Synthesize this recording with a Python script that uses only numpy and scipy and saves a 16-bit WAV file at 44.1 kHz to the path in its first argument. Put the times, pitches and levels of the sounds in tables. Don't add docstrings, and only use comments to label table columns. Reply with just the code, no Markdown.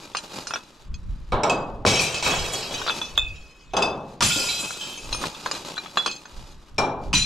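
import sys
import numpy as np
from scipy import signal
from scipy.io import wavfile
from scipy.ndimage import uniform_filter1d

SR = 44100
rng = np.random.default_rng(int(sys.argv[2]) if len(sys.argv) > 2 else 0)


def materialize(psi):
    bounded = np.clip(np.atleast_2d(psi).T, -1, 1)
    quanta = np.round(bounded * 32767).astype(np.int16)
    wavfile.write(sys.argv[1], SR, quanta)


N = 319725

GLASS_MODES = { "jar": [(2271, 6, 0.16), (2570, 3.5, 0.12), (3880, 4, 0.14), (5420, 3, 0.14),
               (5730, 0.5, 0.12), (7550, -2.5, 0.14), (8400, -0.5, 0.063)], "flask": [(2574, 8.5, 0.21),
               (3230, 8, 0.071), (4810, 2.5, 0.091), (4791, -6, 0.29), (5950, -1, 0.036), (6380, -7, 0.18),
               (7320, 0.5, 0.077), (8340, -11, 0.11)], "wine": [(2540, -16, 1.8), (2593, -9.5, 0.78),
               (3380, 8.5, 0.059), (3535, -0.5, 0.27), (3634, 3.5, 0.21), (4990, -26, 0.14),
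               (6400, -7, 0.052), (7270, -9, 0.16), (11700, -15, 0.066)], "stout": [(2583, 0, 0.55),
               (3300, 0, 0.064), (3460, 10.5, 0.25), (6100, -2.5, 0.34)], "beer": [(2583, 1.5, 0.4),
               (3354, 6.5, 0.059), (3534, 0.5, 0.26), (4900, 0.5, 0.26), (6200, 0.5, 0.15),
               (7350, -15, 0.22), (9500, -13.5, 0.1)], "tall": [(2380, 0, 0.25), (4010, -5, 0.2),
               (5500, -3, 0.16), (6030, -5.5, 0.39), (6920, -15, 0.29), (8520, -16, 0.31)],
               "slim": [(2480, -9, 0.49), (4080, 3.5, 0.11), (5420, -9, 0.13), (6350, -3.5, 0.45),
               (9040, -14, 0.52)], "squat": [(2540, -12.5, 0.27), (3406, 2.5, 0.36), (4086, -0.5, 0.32),
               (4860, -11, 0.23), (6200, -15, 0.22), (7040, -11, .12), (7450, -13, 0.21)],
               "round": [(2536, 5, 0.34), (3330, 0.5, 0.22), (4260, 2.5, 0.29), (4890, 4, 0.11),
               (6380, -0.5, 0.3), (7300, -2.5, 0.16)], "small": [(2400, 3, 0.46), (2810, 9, 0.26),
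               (4220, 8.5, 0.27), (4880, 9.5, 0.3), (5350, 7, 0.3), (6185, 5, 0.38), (7150, 2, 0.3),
               (8910, -1.5, 0.27)], "heavy": [(2402, -12, 0.56), (4010, 8, 0.17), (4090, 4, 0.21),
               (5900, 1, 0.19), (7040, -4, 0.22), (8700, -19, 0.28)], "tiny": [(3284, -5, 0.064),
               (5350, -2, 0.092), (5740, 2, 0.16)], "wide": [(2586, 5.5, 0.11), (2437, 2.5, 0.087),
               (4950, -1, 0.08), (6100, 1, 0.12), (7800, -16, 0.2)], "slab": [(1399, -1.5, 0.17),
               (2560, -0.5, 0.57), (3100, 1, 0.27), (4140, -3, 0.2), (4840, 4, 0.14), (5300, 0, 0.27),
               (5860, -4, 0.18)], "neck": [(2960, -10, 0.64), (3310, 4, 0.19), (4410, -3, 0.43),
               (6010, -7.5, 0.25), (6600, -15, 0.25)], "base": [(2250, -13, 0.14), (4030, 6.5, 0.14),
               (5780, -2.5, 0.24), (6907, -11, 0.26), (7200, -8.5, 0.75), (9700, -9, 0.22)],
               "bottom": [(2574, 0, 0.45), (6325, -2, 0.26)], "shard": [(1650, -8, 0.25), (3110, 7, 0.23),
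               (3430, -7, 0.42), (4140, -6, 0.35), (5270, -6, 0.24), (6380, -7, 0.3)]}
# start_s, glass, ring_db, knock_db, tilt_db_per_octave, grip (share of ring time left)
CLINKS = [ (0.149, "small", -30, -25, -4, 0.27), (.169, "small", -24, -37, 4, 0.16),
          (0.187, "base", -35, -43, 0, 0.3), (0.47, "small", -29.5, -35.5, 5, 0.63),
          (0.508, "stout", -39, -29.5, -16, 0.38), (.537, "tiny", -25.5, -27, -5, 0.31),
          (.558, "stout", -31.5, -28.5, -3, 0.27), (0.942, "round", -38.5, -59, 2.5, 0.22),
          (2.816, "squat", -36, -30.5, 0, 0.27), (2.865, "heavy", -33, -29, -10, 0.18),
          (2.877, "squat", -28, -28, -6, 0.16), (2.883, "heavy", -36, -25.5, -6, 0.14),
          (2.896, "wine", -22.5, -23.5, -9, 0.14), (2.904, "stout", -25.5, -31, -4, 0.38),
          (3.015, "stout", -23, -32, -1, 0.62), (3.1765, "wine", -12.5, -23.5, -3, 0.87),
          (4.707, "round", -34, -33, -1, 0.36), (5.127, "slim", -21.5, -37.5, -3, 1),
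          (5.147, "slim", -31, -34, 8, 0.64), (5.217, "squat", -53, -39, 0, 0.29),
          (5.239, "squat", -50, -24.5, 4, 0.2), (5.256, "slim", -37, -46, 0, 0.69),
          (5.347, "wine", -38.5, -45, -1, 0.34), (5.46, "round", -32, -23, 5, 0.53),
          (5.513, "small", -23.5, -28, 0.5, 0.16), (5.55, "slim", -31.5, -38, -4, 0.35),
          (5.769, "squat", -40, -38, 1, 0.66), (5.779, "heavy", -25.5, -30, -14.5, 0.37),
          (5.86, "squat", -39, -40, -8, 0.49), (5.972, "squat", -19, -17.5, -1.5, 0.59),
          (6.061, "round", -20.5, -22, 1, 0.2), (6.076, "round", -25, -30.5, -2.5, 0.52),
          (6.113, "round", -28.5, -49, 6.5, 0.53), (6.162, "round", -36.5, -60, 6, 0.35),
          (6.255, "round", -43.5, -42, 4.5, 0.26)]
# start_s, glass, ring_db, boom_db, tilt_db_per_octave, grip (as above)
RIM_KNOCKS = [ (1.321, "jar", -31.5, -20.5, -7.5, 1), (1.434, "jar", -23, -19.5, 2, 0.53),
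              (1.497, "flask", -18.5, -23, 3.5, 0.99), (3.735, "beer", -34.5, -25.5, -1, 0.57),
              (3.767, "beer", -20, -21, 4.5, 0.58), (3.823, "beer", -18, -30.5, -6.5, 0.62),
              (6.782, "tall", -18, -20, -3.5, 0.57)]
# start_s, glass, ring_db, tilt_db_per_octave, crack_db, thud_db, thud_hz
LANDINGS = [ (1.852, "jar", -33, 2, -29, -19, 400), (1.864, "jar", -18.5, -2, -19, -23, 141),
            (1.873, "beer", -25.5, -19, -23, -26, 170), (1.935, "jar", -23, 0, -37, -28.5, 497),
            (1.994, "wide", -19, -1, -27, -35, 400), (2.017, "tall", -25, 1, -33, -50, 400),
            (2.144, "flask", -25, 0.5, -29.5, -43, 387), (2.226, "jar", -25, 2, -26.5, -35, 650),
            (2.262, "wide", -26.5, -12, -25.5, -24.5, 860), (2.292, "flask", -25.5, -10, -42, -30, 170),
            (2.318, "neck", -29, -22, -40, -27.5, 1000), (2.534, "neck", -27.5, 6, -43, -38, 410),
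            (2.709, "neck", -36, -12, -40, -35.5, 420), (4.207, "beer", -47, 5, -20.5, -24.5, 1050),
            (4.223, "beer", -21, 5, -17, -30.5, 254), (4.304, "slab", -25, -7.5, -48, -55, 400),
            (4.359, "flask", -26, 7, -35, -30.5, 285), (4.397, "slab", -24.5, 5, -38, -38, 400),
            (4.441, "slab", -29.5, -3, -30, -48, 400), (4.487, "base", -24, -4, -34, -52, 408),
            (4.81, "shard", -28.5, -2, -52, -68, 402), (4.865, "shard", -41, 3, -49, -66, 400),
            (4.975, "bottom", -37.5, 0, -48, -44.5, 400), (7.13, "wide", -20, -4, -26, -32.5, 1260),
            (7.138, "wide", -22.5, 5, -21, -23.5, 126), (7.150, "heavy", -14, -0.5, -37, -51, 163),
            (7.171, "heavy", -23, 10, -39, -48, 141), (7.221, "heavy", -24.5, 0, -44, -51, 147)]
# centre_s, level_db, pitch_hz
BLOWS = [(1.8513, 3.5, 867), (4.2095, -4, 1500), (4.2215, -24, 1200)]
# start_s, clatter_db, splinters_db, rumble_db, settling_t60_s
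SLIDES = [ (1.861, -24, -33.5, -23, 0.91), (1.995, -31.5, -26.5, -50, 0.57), (2.228, -32, -35.5, -29.5, 3),
          (2.27, -46, -52, -26.5, 1.2), (2.518, -42, -28.5, -34.5, 0.46), (2.717, -34.5, -39, -35, 0.92),
          (4.219, -31, -24, -38, 2.4), (4.36, -60, -59, -36, 3.3), (4.58, -41, -27, -58, 0.44)]
# peak_s, level_db, half_length_s
GUSTS = [(0.93, -26.5, 0.029), (1.115, -27, 0.071), (1.348, -21, 0.023), (1.768, -37.5, 0.12),
         (2.407, -28.5, 0.045), (2.752, -42, 0.084), (3.263, -33, 0.083), (3.743, -41.5, 0.048),
         (5.136, -33.5, 0.06), (6.398, -33.5, 0.033), (6.552, -41.5, 0.052), (6.803, -30, 0.034),
         (7.137, -26.5, 0.073)]
# frequency_hz, density_db
KNOCK_SPECTRUM = [(100, -50), (400, 0.5), (800, 4), (1200, 7), (1700, 5), (2500, -13.5), (3800, -2.5),
                  (5500, -74), (9000, -42), (15000, -26)]
BOOM_SPECTRUM = [(60, -18), (150, -7.5), (280, -4.5), (420, -1), (850, 0.5), (1150, -2.5), (1500, -10),
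                 (2000, -22), (4000, -17.5), (8000, -81), (14000, -46)]
CRACK_SPECTRUM = [(60, 2.5), (170, 8), (450, -21.5), (1000, -7), (1700, -9), (2500, -3), (5500, -1.5),
                  (8500, -11.5), (14000, -31.5)]
RUMBLE_SPECTRUM = [(50, -16), (130, 4.5), (270, -8), (420, 4), (900, -1), (1400, -5.5), (1900, -9),
                   (3000, -31.5)]
SACK_SPECTRUM = [(60, -0.5), (110, 6.5), (160, 10.5), (400, 5), (1000, 6), (2000, -4), (4000, 2),
                 (7000, -5), (10000, -14), (13000, -15.5), (16000, -74)]
WIND_SPECTRUM = [(10, -4.5), (28, -0.5), (50, -5), (90, -11.5), (170, -19.5), (300, -37), (800, -70),
                 (3000, -86)]
YARD_SPECTRUM = [(35, -27), (60, -31), (160, -10), (295, -5.5), (762, -20.5), (1080, -11.5), (2110, -21.5),
                 (3500, -24), (10400, -66), (11900, -55), (15000, -74)]
# frequency_hz, t60_s
BIN_T60 = [(100, 2.95), (260, 0.71), (700, 0.88), (1840, 0.5), (4850, 0.35), (12000, 0.23)]
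# mode_hz, level_db, t60_s
BIN_MODES = [(136.6, -4.5, 1.15), (402.6, 4.5, 0.96), (533, -4, 1.1), (647, -1.5, 0.58), (714, -2, 0.65),
             (818, 4, 0.96), (900, 5, 0.54)]
# frequency_hz, gain_db
MICROPHONE = [(1000, -2), (12500, -2.5), (14000, -9), (15000, -16), (16000, -26)]
# start_s, end_s, rustle_db
RUSTLE_SPELLS = [(0, 0.602, -42), (2.323, 3.01, -42), (4.57, 6.145, -40), (6.375, 6.53, -51.5)]
# peak_s, level_db
RUSTLE_SWELLS = [(0.03, -39), (0.36, -39.5), (2.973, -31), (4.105, -52.5), (4.65, -35), (5.23, -33),
                 (5.568, -33.5), (5.682, -35.5), (7.05, -49.5)]
# start_s, length_s, level_db
SCRAPES = [(2.868, 0.024, -26)]
# mode_hz, level_db, t60_s
SCRAPE_MODES = [(3660, -2, 0.04), (4100, 3, 0.028), (4680, 0, 0.027), (5030, -8, 0.03)]
# start_s, level_db
THUMPS = [(5.969, -38), (6.06, -35)]
# start_s, glass, level_db, bumps_t60_s
TUMBLES = [(1.88, "jar", -23, 1.3), (1.88, "flask", -23, 0.77), (2.24, "jar", -28, 1.7),
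           (2.3, "flask", -36, 1.5), (4.23, "beer", -26, 2.4), (4.301, "bottom", -45, 1.2),
           (4.5, "base", -27.5, 0.8), (2.32, "neck", -30.5, 1.3), (4.26, "slab", -23.5, 1.6),
           (4.81, "shard", -36, 0.47)]

EDGE_HZ = 15800
SLIDE_RISE_S, RUMBLE_T60_S = 0.018, 1.72
SPLINTER_SETTLING = 0.79
SPELL_RISE_DB_PER_S, SPELL_FALL_DB_PER_S = 78, 66
SLEEVES_DB, BREEZE_DB = -60, -57
SWELL_HALF_S = 0.03
TIME = np.arange(N) / SR
SECOND = TIME[:SR]


def amp(db):
    return 10 ** (np.asarray(db) / 20)


def unit(x, size=None):
    return x / np.sqrt(np.mean(x[:size] ** 2) + 1e-20)


def read(points, hz):
    f, value = np.transpose(points)
    return np.interp(np.log(hz + 1), np.log(f + 1), value)


def add(mix, s, sound):
    part = mix[round(s * SR):][:len(sound)]
    part += sound[:len(part)]


def colour(x, spectrum):
    log_gain = np.log(amp(read(spectrum, abs(np.fft.fftfreq(4096, 1 / SR)))))
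    taps = np.fft.ifft(np.exp(np.conj(signal.hilbert(log_gain)))).real
    return signal.oaconvolve(x, taps[:len(taps) // 2])[:len(x)]


def decay(t, t60):
    return np.exp(-np.log(1000) * t / t60)


def clumps(depth_db, span_s):
    return amp(depth_db * unit(uniform_filter1d(rng.standard_normal(N), max(int(span_s * SR), 1))))


def swell(s, half_s):
    return 1 / np.cosh(np.clip((TIME - s) / half_s, -50, 50))


def together(gains):
    return np.sqrt(sum(gain ** 2 for gain in gains))


def contact(decay_s, scatter):
    t = SECOND[:SR // 4]
    blow = scatter * rng.standard_normal(len(t)) * np.exp(-t / decay_s)
    blow[0] += 1
    return blow


def ring(modes, tilt_db=0, grip=1, split_hz=26, twin=0.58):
    out = np.zeros(SR)
    for hz, db, t60 in modes:
        phase, detune, side = rng.random(3)
        held_t60 = t60 * grip
        t = SECOND[:int(held_t60 * SR) + 1]
        twin_hz = hz + split_hz * (.5 + detune) * np.sign(side - .5)
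        pair = np.sin(2 * np.pi * (hz * t + phase))
        pair += twin * np.sin(2 * np.pi * (twin_hz * t + 2 * side))
        add(out, 0, pair * amp(db + tilt_db * np.log2(hz)) * decay(t, held_t60))
    onset = 1 - np.exp(-SECOND / 0.0005)
    return unit(out * onset, size=441)


def glass_on_glass(glass, tilt_db, grip, other_db=-6, other_t60=0.1, low_hz=2300, high_hz=9500, count=16):
    hz = low_hz * (high_hz / low_hz) ** rng.random(count)
    others = ring([(f, 0, other_t60) for f in hz], tilt_db - 5.0)
    return unit(ring(GLASS_MODES[glass], tilt_db, grip) + amp(other_db) * others, size=441)


def struck(tone, extra=.8, drain_s=0.023):
    return unit(tone * (1 + extra * np.exp(-SECOND / drain_s)), size=441)


def chatter(x, bounce_s=.004, share=0.44, count=3):
    out = x.copy()
    for k, s in enumerate(np.cumsum(bounce_s * (.3 + rng.random(count)))):
        add(out, s, x * share / (k + 1))
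    return unit(out, size=441)


def tock(hz=1250, decay_s=0.0067, spread=0.32):
    t = SECOND[:SR // 4]
    octaves = spread * (2 * rng.random() - 1)
    return unit(np.sin(2 * np.pi * hz * 2 ** octaves * t) * np.exp(-t / decay_s), size=441)


def bin_echo():
    hz, t, z = signal.stft(rng.standard_normal(SR), SR, nperseg=256)
    fading = z * amp(-60 * t / read(BIN_T60, hz)[:, None])
    tail = signal.istft(fading, SR, nperseg=256)[1][:SR]
    return tail / np.linalg.norm(tail)


def inside(tone):
    return unit(signal.fftconvolve(tone, bin_echo())[:len(tone)], size=4410)


def noise_pair(spectrum, apart):
    mid, side = (unit(colour(rng.standard_normal(N), spectrum)) for _ in range(2))
    return np.array([mid + apart * side, mid - apart * side])


def air(yard_db=-56, apart=0.3):
    gusts = [amp(db) * swell(s, half_s) for s, db, half_s in GUSTS]
    wind = together([amp(BREEZE_DB), *gusts])
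    return wind * noise_pair(WIND_SPECTRUM, apart) + amp(yard_db) * noise_pair(YARD_SPECTRUM, apart)


def rustle_level(uneven_db=3.0):
    spells = []
    for start, end, db in RUSTLE_SPELLS:
        before = SPELL_RISE_DB_PER_S * np.maximum(start - TIME, 0)
        after = SPELL_FALL_DB_PER_S * np.maximum(TIME - end, 0)
        spells.append(amp(db - before - after))
    swells = [amp(db) * swell(s, SWELL_HALF_S) for s, db in RUSTLE_SWELLS]
    return together([amp(SLEEVES_DB), *spells, *swells]) * clumps(depth_db=uneven_db, span_s=0.093)


def snaps(per_s, spread_db, decay_s):
    sizes = amp(spread_db * np.minimum(rng.exponential(1, N), 3)) * rng.choice([-1, 1], N)
    hits = sizes * (rng.random(N) < per_s / SR)
    return unit(signal.oaconvolve(hits, contact(decay_s, scatter=0.39))[:N])


def rustle(snaps_per_s=700, rub=0.6):
    creases = 0.55 * snaps(per_s=70, spread_db=3, decay_s=0.002)
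    crinkle = snaps(snaps_per_s, spread_db=2.5, decay_s=0.0052) + creases
    crinkle += rub * rng.standard_normal(N)
    crinkle = clumps(depth_db=0.82, span_s=0.021) * crinkle
    return unit(colour(crinkle, SACK_SPECTRUM)) * rustle_level()


def jostling(per_s=14, loudest_db=-2, spread_db=10, count=12):
    out, t = np.zeros(N), SECOND[:SR // 10]
    fade = 1 - t / t[-1]
    names = list(GLASS_MODES)[:count]
    touches = [glass_on_glass(name, tilt_db=4.0, grip=0.56)[:len(t)] * fade for name in names]
    for when, which, size in rng.random((int(per_s * N / SR), 3)):
        add(out, when * N / SR, amp(loudest_db - spread_db * size) * touches[int(which * count)])
    return out * rustle_level()


def gravel(per_s=9, faintest_db=-68, range_db=8):
    out = np.zeros(N)
    for when, size, pitch in rng.random((int(per_s * N / SR), 3)):
        hz = 3000 * 2 ** pitch
        band = signal.butter(1, [hz * .75, hz * 1.3], "band", fs=SR)
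        grain = signal.lfilter(*band, contact(decay_s=.003, scatter=1))
        add(out, when * N / SR, amp(faintest_db + range_db * size) * unit(grain, size=441))
    return out


def clinks(free_s=0.144, damped_db=-9, closing_s=0.017, tock_db=-4, rattle_db=-1):
    out = np.zeros(N)
    damping = amp(damped_db * np.clip((SECOND - free_s) / closing_s, 0, 1))
    for s, glass, ring_db, knock_db, tilt_db, grip in CLINKS:
        in_spell = any(start < s < end for start, end, _ in RUSTLE_SPELLS)
        if in_spell:
            tone = glass_on_glass(glass, tilt_db, grip)
        else:
            tone = ring(GLASS_MODES[glass], tilt_db, grip)
        tone = chatter(struck(tone, extra=0.68, drain_s=0.0017), bounce_s=0.005, share=0.35)
        add(out, s, amp(ring_db) * damping * tone)
        add(out, s, amp(knock_db + tock_db) * tock())
        rattle = contact(decay_s=.004, scatter=.3) + contact(decay_s=.025, scatter=.08)
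        add(out, s, amp(knock_db + rattle_db) * unit(colour(rattle, KNOCK_SPECTRUM), size=441))
    return out


def rim_knocks(echo_db=-15, standing_db=-7):
    out = np.zeros(N)
    onset = 1 - np.exp(-SECOND / 0.00073)
    for s, glass, ring_db, boom_db, tilt_db, grip in RIM_KNOCKS:
        tone = ring(GLASS_MODES[glass], tilt_db, grip)
        tone = chatter(struck(tone, extra=0.79, drain_s=0.016), share=0.3)
        add(out, s, amp(ring_db) * (tone + amp(echo_db) * inside(tone)))
        crack = colour(contact(decay_s=0.028, scatter=0.089), CRACK_SPECTRUM)
        add(out, s, amp(ring_db - 9.0) * unit(crack, size=441))
        boom = unit(colour(bin_echo(), BOOM_SPECTRUM), size=2205)
        boom += amp(standing_db) * ring(BIN_MODES, split_hz=12.34)
        add(out, s, amp(boom_db) * boom * onset)
    return out


def blows():
    out = np.zeros(N)
    for s, db, hz in BLOWS:
        u = 2 * np.pi * hz * (TIME - s)
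        out += amp(db) * u * np.exp(-u ** 2 / 2)
    return out


def landings(echo_db=-9, tock_db=-5):
    out = np.zeros(N)
    for s, glass, ring_db, tilt_db, crack_db, thud_db, thud_hz in LANDINGS:
        tone = chatter(glass_on_glass(glass, tilt_db, grip=0.81), share=0.21)
        add(out, s, amp(ring_db) * (tone + amp(echo_db) * inside(tone)))
        crack = colour(contact(decay_s=0.071, scatter=0.11), CRACK_SPECTRUM)
        add(out, s, amp(crack_db) * unit(crack, size=441))
        add(out, s, amp(crack_db + tock_db) * tock(hz=1164))
        dull = signal.butter(2, [thud_hz * 0.64, thud_hz * 1.69], "band", fs=SR)
        thud = signal.lfilter(*dull, bin_echo() * np.exp(-SECOND / 0.063))
        add(out, s, amp(thud_db) * unit(thud, size=1323))
    return out


def shards(low_hz, high_hz, per_s, t60, spread_db, direct, count=70):
    t, out = SECOND[:SR // 5], np.zeros(N)
    hz = low_hz * (high_hz / low_hz) ** rng.random((count, 3, 1))
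    life = t60 * np.exp(.5 * rng.standard_normal((count, 1, 1)))
    pieces = (np.sin(2 * np.pi * hz * t) * decay(t, life)).sum(1)
    for when, which, size in rng.random((int(per_s * N / SR), 3)):
        strength = amp(spread_db * min(-np.log(1 - size), 3))
        add(out, when * N / SR, strength * pieces[int(which * count)])
    return unit(direct * out + signal.oaconvolve(out, bin_echo())[:N])


def settle(s, db, t60):
    age = np.maximum(TIME - s, 0)
    return amp(db) * np.minimum(age / SLIDE_RISE_S, 1) * decay(age, t60)


def slides(pieces_db=3.0):
    pieces = shards(low_hz=2320, high_hz=7000, per_s=70, t60=.18, spread_db=4, direct=2)
    clatter = shards(low_hz=2189, high_hz=6850, per_s=150, t60=0.06, spread_db=4, direct=1.7)
    clatter = (clatter + amp(pieces_db) * pieces) * clumps(depth_db=1.6, span_s=0.03)
    splinters = shards(low_hz=6300, high_hz=14000, per_s=420, t60=.04, spread_db=3, direct=.9, count=140)
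    fizz = [(3000, -55), (6400, -2.5), (7700, 6.0), (10000, -4.5), (12500, -5), (15000, -13)]
    splinters = unit(colour(splinters, fizz))
    rumble = rng.standard_normal(N) * clumps(depth_db=0.5, span_s=0.012)
    rumble = unit(colour(rumble, RUMBLE_SPECTRUM))
    clatter_gain = together(settle(s, db, t60) for s, db, _, _, t60 in SLIDES)
    splinter_gain = together(settle(s, db, t60 * SPLINTER_SETTLING) for s, _, db, _, t60 in SLIDES)
    rumble_gain = together(settle(s, db, RUMBLE_T60_S) for s, _, _, db, _ in SLIDES)
    return clatter * clatter_gain + splinters * splinter_gain + rumble * rumble_gain


def tumbles(per_s=34, echo_db=-6, spread_db=9):
    out = np.zeros(N)
    for s, glass, db, t60 in TUMBLES:
        tones = []
        for _ in range(3):
            tone = glass_on_glass(glass, tilt_db=2, grip=0.9, other_db=-9)
            tone = struck(tone, extra=0.8, drain_s=0.004)
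            tones.append(tone + amp(echo_db) * inside(tone))
        for k, (when, size) in enumerate(rng.random((int(per_s * t60 / 2), 2))):
            age = (k + when) / per_s
            add(out, s + age, amp(db - spread_db * size) * decay(age, t60) * tones[k % len(tones)])
    return out


def scrapes(slips_per_s=600, start_share=0.49):
    out, tone = np.zeros(N), ring(SCRAPE_MODES)
    for s, length, db in SCRAPES:
        strokes = np.zeros(SR)
        for along, size in rng.random((max(int(slips_per_s * length), 1), 2)):
            pressure = start_share + (1 - start_share) * along
            add(strokes, along * length, (.5 + size) * pressure * tone)
        add(out, s, amp(db) * unit(strokes, size=int(length * SR)))
    return out


def thumps(low_hz=210, high_hz=520):
    out, soft = np.zeros(N), signal.butter(2, [low_hz, high_hz], "band", fs=SR)
    for s, db in THUMPS:
        thump = signal.lfilter(*soft, contact(decay_s=0.023, scatter=1))
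        add(out, s, amp(db) * unit(thump, size=882))
    return out


def outdoors(x, width=0.45, left_db=0.5, scatter_s=0.0053, yard_db=-25, yard_t60=0.38, count=3):
    t, side = SECOND[:SR // 16], 0
    for k in range(count):
        taps = rng.standard_normal(len(t)) * np.exp(-t / scatter_s)
        share = np.cos(np.pi * (2 * TIME + k / count)) * np.sqrt(2 / count)
        side = side + signal.oaconvolve(x * share, taps / np.linalg.norm(taps))[:N]
    side = colour(side, [(250, -31), (600, -10.0), (1200, 1.5), (9000, -1.5)])
    tails = rng.standard_normal((2, SR)) * decay(SECOND, yard_t60)
    far = signal.oaconvolve(x[None], tails / np.linalg.norm(tails[0]), axes=1)[:, :N]
    near = np.array([x + width * side, x - width * side])
    balance = amp([[left_db / 2], [-left_db / 2]])
    return (near + amp(yard_db) * far) * balance


def scene():
    soft = rustle() + jostling() + gravel() + thumps()
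    glass = clinks() + rim_knocks() + blows() + landings() + slides() + tumbles() + scrapes()
    return outdoors(soft + glass) + air()


def record(dry):
    heard = np.array([colour(np.tanh(x), MICROPHONE) for x in dry])
    band_limit = signal.firwin(511, EDGE_HZ, window=("kaiser", 9), fs=SR)
    return signal.oaconvolve(heard, band_limit[None], "same")


dry = scene()
out = record(dry)
materialize(out)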